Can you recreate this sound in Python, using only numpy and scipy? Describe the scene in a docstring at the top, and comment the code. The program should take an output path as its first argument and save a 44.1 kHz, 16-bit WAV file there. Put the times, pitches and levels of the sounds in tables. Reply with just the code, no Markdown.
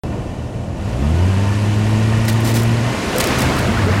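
"""A small remote-controlled truck rolls through an icy puddle, head-on towards a low microphone.
Its motor spins up to a deep hum over whirring gears and the wash and spray of the tyres.
Thin ice cracks under the wheels and the truck sinks in: the hum dips, the water churns and
air pockets gulp. Close to the microphone, water and ice spread wide; faint outdoor hiss lies behind."""
import sys
import numpy as np
from scipy.fft import rfft, irfft, next_fast_len
from scipy.io import wavfile
from scipy.ndimage import map_coordinates

SR = 44100
rng = np.random.default_rng(int(sys.argv[2]) if len(sys.argv) > 2 else 0)


def int16_out(signal):
    """Quantize to a 16-bit WAV file."""
    q = np.round(np.clip(np.atleast_2d(signal).T, -1, 1) * 32767)
    wavfile.write(sys.argv[1], SR, q.astype(np.int16))


N = 176400  # 4 s


def drive():
    """Motor and gears turn together, at a slightly unsteady speed."""
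    # motor speed: time_s, speed_hz
    motor_speed = [(.6, 41.03), (.8, 45.2), (.95, 60.06), (1.05, 71.97), (1.17, 85.8), (1.27, 93.4),
                   (1.5, 101.3), (2, 109.2), (2.75, 115.3), (2.9, 120.1), (3.58, 135), (3.8, 108.1),
                   (3.88, 87.5), (4, 106)]
    speed = curve(motor_speed)
    turn = 2 * np.pi * np.cumsum(speed * (1 + 0.00582 * wobble(29.85))) / SR  # shaft angle, rad
    return motor(speed, turn) + gears(turn)


def motor(speed, turn):
    """One thrust a turn; its harmonics sweep through the resonances of the truck's body."""
    # the body's response: frequency_hz, gain_db
    body = [(40, -41), (58, -1), (85, 1.5), (116, -0.5), (145, -5), (180, -13), (205, -8), (230, -7),
            (285, -23.5), (340, -16.5), (430, -30), (900, -32.5), (1300, -43)]
    # hum ahead of that response: time_s, level_db
    hum_level = [(.04, -33), (.74, -30), (.92, -24.5), (1.09, -15.5), (1.26, -15), (1.55, -17.5), (2, -15),
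                 (2.5, -16.5), (2.82, -16), (2.92, -21.5), (2.96, -30), (3.25, -31), (3.41, -20),
                 (3.8, -20.5), (3.89, -17.5), (4, -17)]
    hum = np.cos(turn) * amp(along(body, speed) + 0.35 * wobble(25.1))
    for harmonic in range(2, 12):
        hum += np.cos(harmonic * turn) * amp(along(body, harmonic * speed) + 0.84 * wobble(14))
    return -np.sqrt(2) * hum * amp(curve(hum_level))


def gears(turn):
    """The gears rattle their housing on every turn, and the meshing teeth whine roughly."""
    # housing resonances: centre_hz, width_hz, gain_db
    housing = [(910, 65, 5), (1048, 130, 2.5), (1213, 74, -2), (1438, 82, 0.5), (1820, 220, -1.5),
               (2390, 130, -4), (2673, 86, -1), (2958, 86, -2.5)]
    # gear whirr, drowned as the truck sinks: time_s, level_db
    gear_level = [(.04, -41.5), (.72, -44.5), (1.25, -33.5), (2.05, -33), (2.85, -31), (3.3, -33.5)]
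    teeth, jitter_rad, whine_db = 17, 0.82, -10
    beat_depth, flex_s = 0.29, 0.00018
    rattle = rng.standard_normal(N) * (1 + beat_depth * np.sin(turn))
    ring = filtered(rattle, lambda hz: sum(amp(db) / (1 + (2 * (hz - centre) / width) ** 2)
                                           for centre, width, db in housing))
    # the housing flexes under load, so its ring wavers
    whirr = unit(map_coordinates(ring, [np.arange(N) + flex_s * SR * wobble(25)]))
    whine = unit(np.sin(teeth * turn + jitter_rad * wobble(150))) * amp(whine_db)
    return (whirr + whine) * amp(curve(gear_level) + 1.5 * wobble(30.01))


def chassis():
    """The chassis rumbles as the truck rolls."""
    # rumble spectrum: frequency_hz, density_db
    colour = [(20, -20), (40, -5), (65, -1.5), (90, 3), (130, 0), (180, -5.5), (420, -22), (620, -12.5),
              (1100, -32), (4000, -92)]
    # rumble: time_s, level_db
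    level = [(.04, -22.5), (.3, -26), (.75, -26), (1.1, -25), (2.7, -24), (3, -27), (3.28, -24),
             (3.45, -19.5), (3.9, -21.5)]
    return noise(colour) * amp(curve(level))


def wash():
    """The wheels push water ahead of them in a low, bubbling wash."""
    # wash spectrum: frequency_hz, density_db
    colour = [(80, -43), (180, 3), (330, 1), (480, -3), (700, -5), (800, -9), (1000, -12), (1300, -20),
              (3000, -42), (12000, -60)]
    # wash: time_s, level_db
    level = [(.04, -27), (.35, -32.5), (.74, -32.5), (.92, -29), (1.5, -28), (2.38, -27.5), (2.48, -22),
             (2.72, -26.5), (2.9, -24.5), (3.16, -20.5), (3.55, -20), (3.78, -25.5), (3.9, -20.5), (4, -25)]
    bubbles = water(colour, low_hz=199.5, high_hz=1155, cycles=20.5, share=0.16, spread_db=0, count=1200)
    return bubbles * amp(curve(level))


def spray():
    """The tyres throw a fine spray, bright with tiny bubbles."""
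    # spray spectrum: frequency_hz, density_db
    colour = [(400, -37), (1000, -3), (2000, 0.5), (3000, -1.5), (3600, -4.5), (7000, -9.5), (10000, -15.5),
              (13000, -23), (16000, -38)]
    # swell of the spray: time_s, relative_db
    level = [(.04, -46.5), (.72, -49.5), (.88, -42), (1.25, -37.5), (2.2, -34.5), (2.8, -34), (3.35, -28),
             (3.7, -33), (4, -36)]
    fizz = water(colour, low_hz=1018, high_hz=11720, cycles=49, share=0.22, spread_db=1.5, count=6000)
    return fizz * amp(curve(level) + 2.5)


def churn():
    """The tyres churn the hole once the truck has broken through."""
    # churning spectrum: frequency_hz, density_db
    colour = [(250, -50), (500, -14), (1000, -0.5), (2000, -5), (3000, -12.5), (5000, -17.5), (9000, -28.5),
              (16000, -34)]
    # churning: time_s, level_db
    level = [(.8, -66), (2.3, -44), (2.85, -39.5), (3.15, -27.5), (3.38, -23), (3.7, -27), (4, -25.5)]
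    froth = water(colour, low_hz=456.6, high_hz=5020, cycles=52, share=0.44, spread_db=0.5, count=2600)
    return froth * amp(curve(level))


def ice():
    """Each crack is a run of tiny fractures that starts at once, dies fast and leaves trickling shards."""
    # fracture spectrum: frequency_hz, density_db
    colour = [(500, 2), (1500, 3.5), (2500, 3.5), (4500, 2), (8000, -1), (11000, -3), (16000, -8)]
    # cracks under the wheels: start_s, length_s, level_db, lower_edge_hz
    cracks = [(2.252, 0.0042, -33, 5970), (2.281, 0.021, -23, 1700), (2.323, 0.011, -32.5, 5000),
              (2.403, .008, -34, 4980), (2.445, 0.03, -27.5, 1302), (2.472, 0.007, -25.5, 1500),
              (2.48, 0.041, -29.5, 2000), (2.54, 0.01, -29, 5020), (2.55, 0.026, -24, 700),
              (2.575, 0.032, -32, 1500), (2.618, 0.004, -31.5, 5000), (2.632, 0.005, -31, 6100),
              (3.161, 0.0065, -32, 6000), (3.183, 0.0036, -20, 6000), (3.1993, 0.015, -17.5, 1000),
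              (3.24, 0.0057, -22.5, 3500), (3.271, .003, -22.5, 3950), (3.386, 0.011, -24, 3500),
              (3.405, 0.0034, -24, 5950), (3.417, 0.0054, -22, 2500), (3.564, 0.0063, -33, 5510),
              (3.584, 0.012, -29, 5500)]
    release_s, shard_decay_s, shard_db = 0.0019, 0.038, -12.5
    t, out = np.arange(N) / SR, np.zeros(N)
    for start_s, length_s, level_db, edge_hz in cracks:
        fractures = unit(noise(colour) * amp(3.1 * wobble(700)))
        snap = unit(above(fractures, edge_hz))
        after = np.maximum(t - start_s - length_s, 0)
        trickle = amp(shard_db) * np.exp(-after / shard_decay_s)
        envelope = (t >= start_s) * np.maximum(np.exp(-after / release_s), trickle)
        out += snap * amp(level_db) * envelope
    return out


def gulps():
    """Large bubbles escape from under the ice."""
    # air pockets: start_s, pitch_hz, level_db, t60_s
    pockets = [(2.445, 277, -14.5, 0.086), (3.15, 499, -16, 0.36), (3.684, 203.4, -4.5, 0.1),
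               (3.772, 1400, -12.5, 0.034), (3.79, 1628, -16, 0.036), (3.865, 417.7, -13, 0.17),
               (2.282, 1938, -17, 0.036)]
    t = np.arange(N) / SR
    return sum(amp(db) * bubble(np.maximum(t - start, 0), hz, t60) for start, hz, db, t60 in pockets)


def outdoor_hiss():
    """A faint, steady hiss behind the puddle."""
    # hiss spectrum: frequency_hz, density_db
    colour = [(2500, -12), (6800, -1), (10000, -10), (14000, -26)]
    return noise(colour) * amp(-55)


def water(colour, low_hz, high_hz, cycles, share, spread_db, count):
    """A swarm of bubbles on a bed of noise, rms about 1; share is the bubbles' part of the power."""
    when, pitch, size = rng.random((3, count, 1))
    hz = low_hz * (high_hz / low_hz) ** pitch
    age = np.arange(SR // 25)  # samples
    strength = amp(-spread_db * np.log(np.maximum(size, np.exp(-4))))
    grains = strength * bubble(age / SR, hz, cycles / hz) * hz
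    positions = (when * N).astype(int) + age
    swarm = np.bincount(positions.ravel(), grains.ravel())[:N]
    return np.sqrt(share) * unit(coloured(swarm, colour)) + np.sqrt(1 - share) * noise(colour)


def bubble(t, hz, t60, rise=0.25):
    """A bubble rings as a damped tone with a soft start and a rising pitch."""
    phase = 2 * np.pi * hz * t * (1 + rise * t / t60 / 2)
    return np.sin(phase) * amp(-60 * t / t60) * (1 - np.exp(-t * hz))


def amp(db):
    """Gain from dB."""
    return 10 ** (np.asarray(db) / 20)


def unit(x):
    """x scaled to rms 1."""
    return x / np.sqrt(np.mean(x ** 2) + 1e-20)


def curve(rows):
    """One value per sample from rows of time_s, value."""
    return np.interp(np.arange(N) / SR, *np.transpose(rows))


def along(points, hz):
    """The value at hz from rows of frequency_hz, value, on a log axis."""
    frequencies, values = np.transpose(points)
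    return np.interp(np.log(hz + 1), np.log(frequencies), values)


def wobble(rate):
    """A smooth random curve, rate knots a second."""
    knots = rng.standard_normal(int(N * rate / SR) + 4)
    return map_coordinates(knots, [np.arange(N) * rate / SR])


def filtered(x, response):
    """x through a gain that depends on frequency."""
    size = next_fast_len(N + 8192)
    return irfft(rfft(x, size) * response(np.fft.rfftfreq(size, 1 / SR)), size)[:N]


def coloured(x, points):
    """x shaped by rows of frequency_hz, gain_db."""
    return filtered(x, lambda hz: amp(along(points, hz)))


def above(x, edge_hz):
    """What lies above a soft lower edge."""
    return filtered(x, lambda hz: hz ** 2 / np.hypot(hz ** 2, edge_hz ** 2))


def noise(points):
    """Coloured noise of rms 1."""
    return unit(coloured(rng.standard_normal(N), points))


def scene():
    """The truck is straight ahead of the microphone; water and ice spread out at close range."""
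    # width of the wash: time_s, side_against_mid_db
    width = [(2.3, -84), (2.47, -14), (2.58, -19), (2.72, -85), (3.1, -33.5), (4, -11.5)]
    t = np.arange(N) / SR
    mid = drive() + chassis() + spray() + churn() + wash() + ice() + gulps() + outdoor_hiss()
    # the sheet gives way all round the front wheel; only fine shards scatter to the sides
    giving_way = (t > 2.43) & (t < 2.65)
    shards = above(ice(), edge_hz=6547) * amp(-8) * giving_way
    side = wash() * amp(curve(width)) + shards
    return np.array([mid + side, mid - side])


def record(dry):
    """The stereo microphone opens after a moment and passes nothing above its band limit."""
    start_s, top_hz = 0.036, 15850
    live = np.arange(N) / SR >= start_s
    return np.array([filtered(channel * live, lambda hz: hz < top_hz) for channel in dry])


dry = scene()
out = record(dry)
int16_out(out)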